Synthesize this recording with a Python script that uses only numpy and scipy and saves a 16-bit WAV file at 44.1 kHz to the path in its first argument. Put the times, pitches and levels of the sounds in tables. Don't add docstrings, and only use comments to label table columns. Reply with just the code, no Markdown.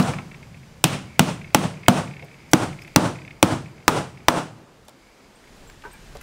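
import sys
import numpy as np
from scipy import signal
from scipy.fft import rfft, irfft, next_fast_len
from scipy.io import wavfile
from scipy.ndimage import map_coordinates

SR = 44100
rng = np.random.default_rng(int(sys.argv[2]) if len(sys.argv) > 2 else 0)


def unload_wav(signal):
    wavfile.write(
        sys.argv[1],
        SR,
        np.round(np.clip(np.atleast_2d(signal).T, -1, 1) * 32767).astype(np.int16),
    )


def voltage_ratio(level):
    return 10 ** (np.asarray(level, float) / 20)


N = 274302

# frequency in Hz, level in dB per Hz.
WIND_SPECTRUM = [(8.8, -29), (15, 3.5), (38, 11), (70, -1.5), (100, -15.5), (150, -120)]
# time in seconds, level in dB.
BREEZE_DB = [(0, -49), (.4, -54), (1.9, -59.5), (2.2, -58.5), (2.8, -52.5), (3.4, -61), (4.2, -63),
             (4.7, -67), (5.4, -56), (5.56, -46.5), (5.8, -49.5), (6.1, -41.5), (6.22, -43)]
# frequency in Hz, level in dB per Hz.
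RUMBLE_SPECTRUM = [(29, -42), (50, -18), (70, -1), (108, -5), (134, 1), (260, -11.5), (340, -33),
                   (570, -120)]
# time in seconds, level in dB.
LORRY_DB = [(0, -42), (1, -46), (1.6, -45.5), (2.15, -51.5), (2.5, -50.5), (3.4, -49), (4.3, -47),
            (4.7, -57), (5, -59), (5.4, -58.5), (5.6, -51.5), (5.8, -53), (6.22, -49.5)]
# frequency in Hz, level in dB per Hz.
TRAFFIC_SPECTRUM = [(120, -30), (200, 2), (404, 1.5), (600, -1.5), (1000, -4.5), (1340, -7.5), (1890, -18),
                    (3000, -18), (3900, -49.5), (6600, -120)]
# frequency in Hz, level in dB per Hz.
LEAVES_SPECTRUM = [(880, -25.5), (1500, -1.5), (2320, -4.5), (2640, -5.5), (4690, -9), (6370, -11),
                   (7240, -11), (8080, -13.5), (16000, -25.5)]
TRAFFIC_DB, LEAVES_DB = -55, -58
LEAVES_FOLLOW, TRAFFIC_FOLLOW = 0.36, 0.13
YARD_DB, YARD_T60_S = 15.5, 0.9

# time in seconds, level in dB.
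SWARM_DB = [(0, -45), (.2, -45.5), (.3, -60.5), (.9, -66), (1.04, -51), (1.6, -53.5), (3.15, -52.5),
            (3.6, -59.5), (4.35, -60.5), (4.55, -86), (4.88, -82.5), (5.02, -59), (5.25, -63.5),
            (5.39, -78), (6.22, -72.5)]
CRICKET_DB, CRICKET_FOLLOW = -70.5, 0.3
HIGH_CRICKET_DB, HIGH_FADE_DB_PER_S = -72, 2

# first chirp in seconds, last chirp in seconds, first level in dB,
# last level in dB.
INSECT_BOUTS = [(.184, .184, -21, -22), (0.3142, .3422, -28.5, -28.5), (.4275, .4275, -32, -31.5),
                (.543, .572, -32, -40), (.629, .629, -38, -38), (1.0595, 1.0859, -47, -45),
                (1.1278, 1.1594, -39, -35), (1.414, 1.531, -27.5, -36.5), (1.7375, 1.7699, -32, -33),
                (1.831, 1.86, -28, -24), (2.0737, 2.1081, -26.5, -31), (2.1353, 2.2223, -29, -27.5),
                (2.282, 2.34, -33, -36), (2.3989, 2.4907, -37, -45), (2.7277, 2.7277, -30, -27),
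                (2.7877, 2.8759, -27.5, -28), (2.915, 2.9427, -46, -36), (3.1546, 3.2475, -27, -30),
                (3.276, 3.3063, -25.5, -27), (3.6576, 3.681, -30.5, -40.5), (3.7783, 3.825, -37, -43),
                (4.1725, 4.201, -34, -36)]
# frequency in Hz, width in Hz, level in dB.
WING_MODES = [(2140, 670, -1), (2650, 220, 0), (3300, 680, -14)]
CHIRP_GAP_S = 0.029

# start in seconds, level in dB, lowest mode in Hz, highest mode in Hz,
# t60 in seconds.
BOARD_KNOCKS = [(0.135, -25, 1210, 2300, 0.034), (.184, -34, 818, 1305, 0.1),
                (2.224, -38.5, 427, 676, 0.12), (4.884, -39, 597, 900, 0.043),
                (5.44, -46.5, 1836, 2100, 0.035), (5.474, -50, 2100, 2255, 0.042),
                (5.698, -33.5, 1000, 2200, 0.013), (5.821, -47, 1847, 2580, 0.039),
                (5.838, -34.5, 900, 1516, 0.052), (5.85, -35, 391, 1550, 0.17),
                (5.935, -47.5, 900, 2360, 0.17), (6.153, -33.5, 455, 730, 0.068),
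                (6.21, -40.5, 1420, 2650, 0.046)]
# start in seconds, level in dB, frequency in Hz, t60 in seconds.
PLATE_RINGS = [
    (2.817, -45, 13000, 0.027),
    (2.817, -34, 5080, .03),
    (5.35, -59, 8450, 0.174),
    (5.666, -55, 7470, .2),
    (5.667, -58, 15300, 0.13),
    (5.91, -50, 8360, 0.17),
    (5.921, -66, 12800, 0.14),
    (5.93, -52, 14300, .05),
    (6.21, -51, 12200, .05),
]
# start in seconds, level in dB, centre in Hz, width in Hz,
# t60 in seconds.
STEEL_CLINKS = [(0.025, -9.5, 5000, 3000, 0.017), (0.14, -34, 3550, 3000, 0.018),
                (2.244, -51.5, 9000, 9000, .03), (2.513, -41, 7870, 12100, 0.048),
                (2.818, -48.5, 8980, 10000, 0.027), (2.834, -47.5, 7500, 3000, .03),
                (2.874, -54, 8000, 9000, .03), (4.849, -60, 6970, 9000, 0.0414),
                (4.882, -37, 4000, 4960, 0.02), (4.892, -43, 4460, 6000, 0.02),
                (5.567, -56, 10950, 6000, 0.014), (5.699, -38.5, 3000, 4500, 0.013),
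                (5.82, -39, 3300, 2000, 0.022), (5.931, -49.5, 11000, 8000, .03),
                (6.151, -50, 12000, 6000, .02), (6.169, -34.5, 4000, 4000, 0.013),
                (6.211, -43, 9020, 12000, .03)]

# start in seconds, strength in dB, plate seated 0-1, loudest board mode in Hz,
# middle plate mode in Hz.
HAMMER_BLOWS = [
    [(-.008, 1, 0.49, 700, 2300), (0.841, -2, 0.03, 540, 3590), (1.194, -0.5, 0.21, 769, 2853),
     (1.547, 0.5, 0.31, 872, 2550), (1.883, 2.5, 0.49, 687, 2960)],
    [(2.534, 0, 0.46, 1076, 3290), (2.961, 1, 0.54, 1110, 4020), (3.428, 0, 0.55, 564, 3500)],
    [(3.88, 1, 0.56, 1071, 3830), (4.284, -0.5, 0.74, 953, 2680)],
]
# stud level in dB, shed level in dB, stud mode in Hz,
# low plate mode in Hz, high plate mode in Hz.
STRUCK_SPOTS = [
    (2.5, -3, 188, 1480, 7800),
    (3.5, -1.5, 316, 1256, 5670),
    (-1.5, -1, 308, 1700, 4800),
]
# frequency in Hz, width in Hz, level in dB.
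STUD_MODES = [(100.9, 37, -6.5), (151, 35.5, 2), (194, 22.4, -0.5), (247, 22, 3), (322, 93.4, -1.5),
              (380, 89.5, -5.5)]
# frequency in Hz, width in Hz, level in dB.
BOARD_MODES = [(520, 473, 5.5), (900, 910, 7), (1376, 256, 6.5), (2100, 1200, -15)]
# frequency in Hz, width in Hz, level in dB.
PLATE_MODES = [(2710, 910, 3.5), (3650, 1500, -0.5), (5520, 1250, 0.5), (8410, 2800, -2.5),
               (13000, 12000, -14.5)]
# frequency in Hz, t60 in seconds.
SHED_T60_S = [(80, 0.71), (150, 0.36), (280, 0.3), (1000, 0.31), (3000, 0.35), (8000, 0.35), (15000, 0.25)]
# frequency in Hz, level in dB.
SHED_COLOUR_DB = [(60, 5.5), (200, 0.5), (600, 4), (2000, -8), (5000, -10.5), (9500, -8), (12000, -18.5),
                  (16000, -12.5)]
PLATE_DB, BOARD_DB, JOLT_DB, LOOSE_DB = (3, -2.5), (-5, 2), (-27.5, -8.5), (8.5, -16)
THUD_DB, CHATTER_T60_S, FAVOURED_DB = (3, -3), (0.022, 0.014), (-4.5, 3)
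RING_DB = 6


def unit(x):
    return x / np.sqrt(np.mean(x ** 2) + 1e-20)


def along(points, hz):
    f, v = np.transpose(points)
    return np.interp(np.log(hz + 1), np.log(f + 1), v)


def curve(rows):
    return np.interp(np.arange(N) / SR, *np.transpose(rows))


def wobble(rate):
    knots = rng.standard_normal(int(N * rate / SR) + 4)
    return map_coordinates(knots, [np.arange(N) * rate / SR])


def burst(t, t60):
    return voltage_ratio(-60 * t / t60) * rng.standard_normal(len(t))


def filtered(x, response):
    m = next_fast_len(len(x) + 8192)
    return irfft(rfft(x, m) * response(np.fft.rfftfreq(m, 1 / SR)), m)[:len(x)]


def body(peaks):
    def response(f):
        total = 0
        for k, (c, w, db) in enumerate(peaks):
            total = total + (-1) ** k * voltage_ratio(db) * 1j * f * w / (c * c - f * f + 1j * f * w)
        return total
    return response


def band(hz, width_hz):
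    return lambda f: body([(hz, width_hz, 0)])(f) ** 2


def favoured(peaks, peak):
    return lambda f: body(peaks)(f) * (1 + body([peak])(f))


def blurred(peaks):
    return lambda f: np.sqrt(sum(np.abs(body([peak])(f)) ** 2 for peak in peaks))


def add(track, s, x):
    at = round(s * SR)
    x = x[max(-at, 0):N - at]
    track[max(at, 0):][:len(x)] += x


def blow_times():
    return np.array([blow[0] for group in HAMMER_BLOWS for blow in group])[:, None]


def rush(spectrum):
    return unit(filtered(rng.standard_normal(N), lambda hz: voltage_ratio(along(spectrum, hz))))


def air():
    wind_db, rumble_db = curve(BREEZE_DB), curve(LORRY_DB)
    gust_db = wind_db - wind_db.mean()
    since = np.arange(N) / SR - blow_times()
    echoes = 1 + np.sum((since > 0) * voltage_ratio(YARD_DB - 60 * np.abs(since) / YARD_T60_S), axis=0)
    wind = voltage_ratio(wind_db - 4.0 + 2.3 * wobble(14)) * rush(WIND_SPECTRUM)
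    rumble = echoes ** 0.31 * voltage_ratio(rumble_db - 2.5 + 2.1 * wobble(9)) * rush(RUMBLE_SPECTRUM)
    traffic = echoes * voltage_ratio(TRAFFIC_DB + TRAFFIC_FOLLOW * gust_db + wobble(6.9)) * rush(TRAFFIC_SPECTRUM)
    leaves_db = LEAVES_DB + LEAVES_FOLLOW * gust_db + 0.32 * wobble(54)
    leaves = echoes ** 0.3 * voltage_ratio(leaves_db) * rush(LEAVES_SPECTRUM)
    return wind + rumble + traffic + leaves


def chorus():
    swarm_db, t = curve(SWARM_DB), np.arange(N) / SR

    def drone(hz, width_hz):
        return unit(filtered(rng.standard_normal(N), band(hz, width_hz)))

    swarm = voltage_ratio(swarm_db - 4.5 + 2.2 * wobble(41)) * drone(2230, 390)
    cricket_db = CRICKET_DB + CRICKET_FOLLOW * (swarm_db - swarm_db.mean())
    cricket = voltage_ratio(cricket_db + 2.2 * wobble(54)) * drone(4840, 530)
    high_db = HIGH_CRICKET_DB - HIGH_FADE_DB_PER_S * t
    high_cricket = voltage_ratio(high_db + 3.9 * wobble(15)) * drone(6100, 400)
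    return swarm + cricket + high_cricket


def insect():
    strokes, k = np.zeros(N), np.arange(6)
    chirps = []
    for s, last_s, db, last_db in INSECT_BOUTS:
        count = round((last_s - s) / CHIRP_GAP_S) + 1
        chirps.extend(np.linspace((s, db), (last_s, last_db), count))
    fade_db = 3 * (k - 0.8) ** 2
    for s, db in chirps:
        size, late = rng.standard_normal((2, 6))
        stroke_s = s + 0.001 + 0.0024 * k + 0.0004 * late
        strokes[np.round(stroke_s * SR).astype(int)] += voltage_ratio(db + 22.5 - fade_db + 1.4 * size)
    yard = burst(np.arange(SR // 4) / SR, t60=0.14)
    strokes += voltage_ratio(-8.5) * signal.fftconvolve(strokes, yard / np.linalg.norm(yard))[:N]
    return filtered(filtered(strokes, body(WING_MODES)), band(2410, 2200))


def knocks():
    out, t = np.zeros(N), np.arange(SR // 2) / SR
    for s, db, low_hz, high_hz, t60 in BOARD_KNOCKS:
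        modes_hz = np.linspace(low_hz, high_hz, 3)
        ring = np.zeros(len(t))
        for hz in modes_hz:
            drift = 0.065 * np.cumsum(rng.standard_normal(len(t)))
            ring += np.sin(2 * np.pi * hz * t + drift)
        ring *= voltage_ratio(-60 * t / t60) * (1 - np.exp(-t / 0.0009))
        rub = filtered(burst(t, 2 * t60 + 0.04), band(np.mean(modes_hz), 1500))
        add(out, s, voltage_ratio(db - 1) * (ring + 1.1 * rub))
    return out


def rings():
    out, t = np.zeros(N), np.arange(SR // 3) / SR
    for s, db, hz, t60 in PLATE_RINGS:
        slide = burst(t, t60) * (1 - np.exp(-t / 0.0049))
        add(out, s, voltage_ratio(db + 22.5) * filtered(slide, body([(hz, 110, 0)])))
    return out


def clinks():
    out, t = np.zeros(N), np.arange(SR // 4) / SR
    for s, db, hz, width_hz, t60 in STEEL_CLINKS:
        scratch = filtered(burst(t, t60), band(hz, 1.5 * width_hz))
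        add(out, s, voltage_ratio(db + 6.5) * scratch * (1 - np.exp(-t / 0.00089)))
    return out


def shed(size, colour):
    hz, t, z = signal.stft(rng.standard_normal(size), SR, nperseg=256)
    decay_db = along(SHED_COLOUR_DB, hz)[:, None] - 60 * t / along(SHED_T60_S, hz)[:, None]
    back_wall = 1 + 0.5 * np.exp(-((t - 0.095) / 0.012) ** 2)
    gain = colour(hz)[:, None] * voltage_ratio(decay_db - 21.0) * (1 - np.exp(-t / 0.013)) * back_wall
    return signal.istft(z * gain, SR, nperseg=256)[1][:size]


def struck_stud(t, thud_db, shed_db, stud_hz):
    thud = voltage_ratio(16.5) * (t == 0) + 0.71 * burst(t, t60=0.056)
    answer = voltage_ratio(shed_db) * shed(len(t), np.ones_like)
    return filtered(voltage_ratio(thud_db) * thud + answer, favoured(STUD_MODES, (stud_hz, 60, -2)))


def struck_boards(t, shed_db, board_hz, favoured_db):
    rattle = voltage_ratio(15) * (t == 0) + 0.45 * burst(t, t60=0.067)
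    direct = filtered(rattle, favoured(BOARD_MODES, (board_hz, 300, favoured_db)))
    answer = shed(len(t), blurred(list(BOARD_MODES) + [(board_hz, 300, -2)]))
    return direct + voltage_ratio(shed_db + 0.5) * answer


def struck_plate(t, chatter_t60, loose_db, shed_db):
    chatter = 0.8 * filtered(burst(t, chatter_t60), body(PLATE_MODES))
    rattle = voltage_ratio(loose_db - 16.5) * filtered(burst(t, t60=0.14), body([(2750, 1400, 0.0037)]))
    loose_modes = [(2720, 900, loose_db + 2.5), (2000, 1100, loose_db - 2.5)]
    answer = shed(len(t), blurred(list(PLATE_MODES) + loose_modes))
    return chatter + rattle + voltage_ratio(shed_db + 2.5) * answer


def steel_contact(t, seated, low_hz, middle_hz, high_hz):
    notes = (1.2 - 0.82 * seated) * np.sin(2 * np.pi * middle_hz * t)
    notes += (0.51 + 0.9 * seated) * np.sin(2 * np.pi * low_hz * t)
    notes += 0.8 * np.sin(2 * np.pi * high_hz * t)
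    return voltage_ratio(RING_DB - 60 * t / 0.012) * notes + 1.2 * burst(t, t60=0.008)


def hammer():
    out, t = np.zeros(N), np.arange(3 * SR // 4) / SR
    for group, spot in zip(HAMMER_BLOWS, STRUCK_SPOTS):
        stud_db, shed_db, stud_hz, low_hz, high_hz = spot
        for s, db, seated, board_hz, plate_hz in group:
            def now(pair):
                return pair[0] + seated * (pair[1] - pair[0])

            stud = struck_stud(t, now(THUD_DB), shed_db, stud_hz)
            boards = struck_boards(t, shed_db, board_hz, now(FAVOURED_DB))
            plate = struck_plate(t, now(CHATTER_T60_S), now(LOOSE_DB), shed_db)
            contact = steel_contact(t, seated, low_hz, plate_hz, high_hz)
            jolt = -voltage_ratio(now(JOLT_DB) + 12.5) * t / 0.002 * np.exp(-t / 0.0025)
            blow = voltage_ratio(stud_db + 26.5) * stud + voltage_ratio(now(BOARD_DB) + 20.0) * boards
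            blow += voltage_ratio(now(PLATE_DB) + 12) * plate + contact + jolt
            add(out, s, voltage_ratio(db) * blow)
    return out


def scene():
    return (air() + chorus() + insect() + knocks() + rings() + clinks() + hammer())[None]


def duck(depth_db, attack_s, release_s):
    since = np.arange(N) / SR - blow_times()
    down = 1 - np.exp(-np.maximum(since, 0) / attack_s)
    return voltage_ratio(-depth_db * np.sum(down * np.clip(1 - since / release_s, 0, 1), axis=0))


def top_cut(x):
    return signal.sosfilt(signal.butter(12, 16400, fs=SR, output="sos"), x)


def record(dry):
    top_hz, ceiling = 15900, 1.07
    x = dry[0] * duck(depth_db=18.0, attack_s=0.0018, release_s=0.11)
    x = filtered(x, lambda hz: voltage_ratio(-30 * np.clip((hz - top_hz) / 500 + 0.5, 0, 1)))
    x = x / (1 + np.abs(x / ceiling) ** 8) ** (1 / 8)
    return top_cut(x[None])


dry = scene()
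out = record(dry)
unload_wav(out)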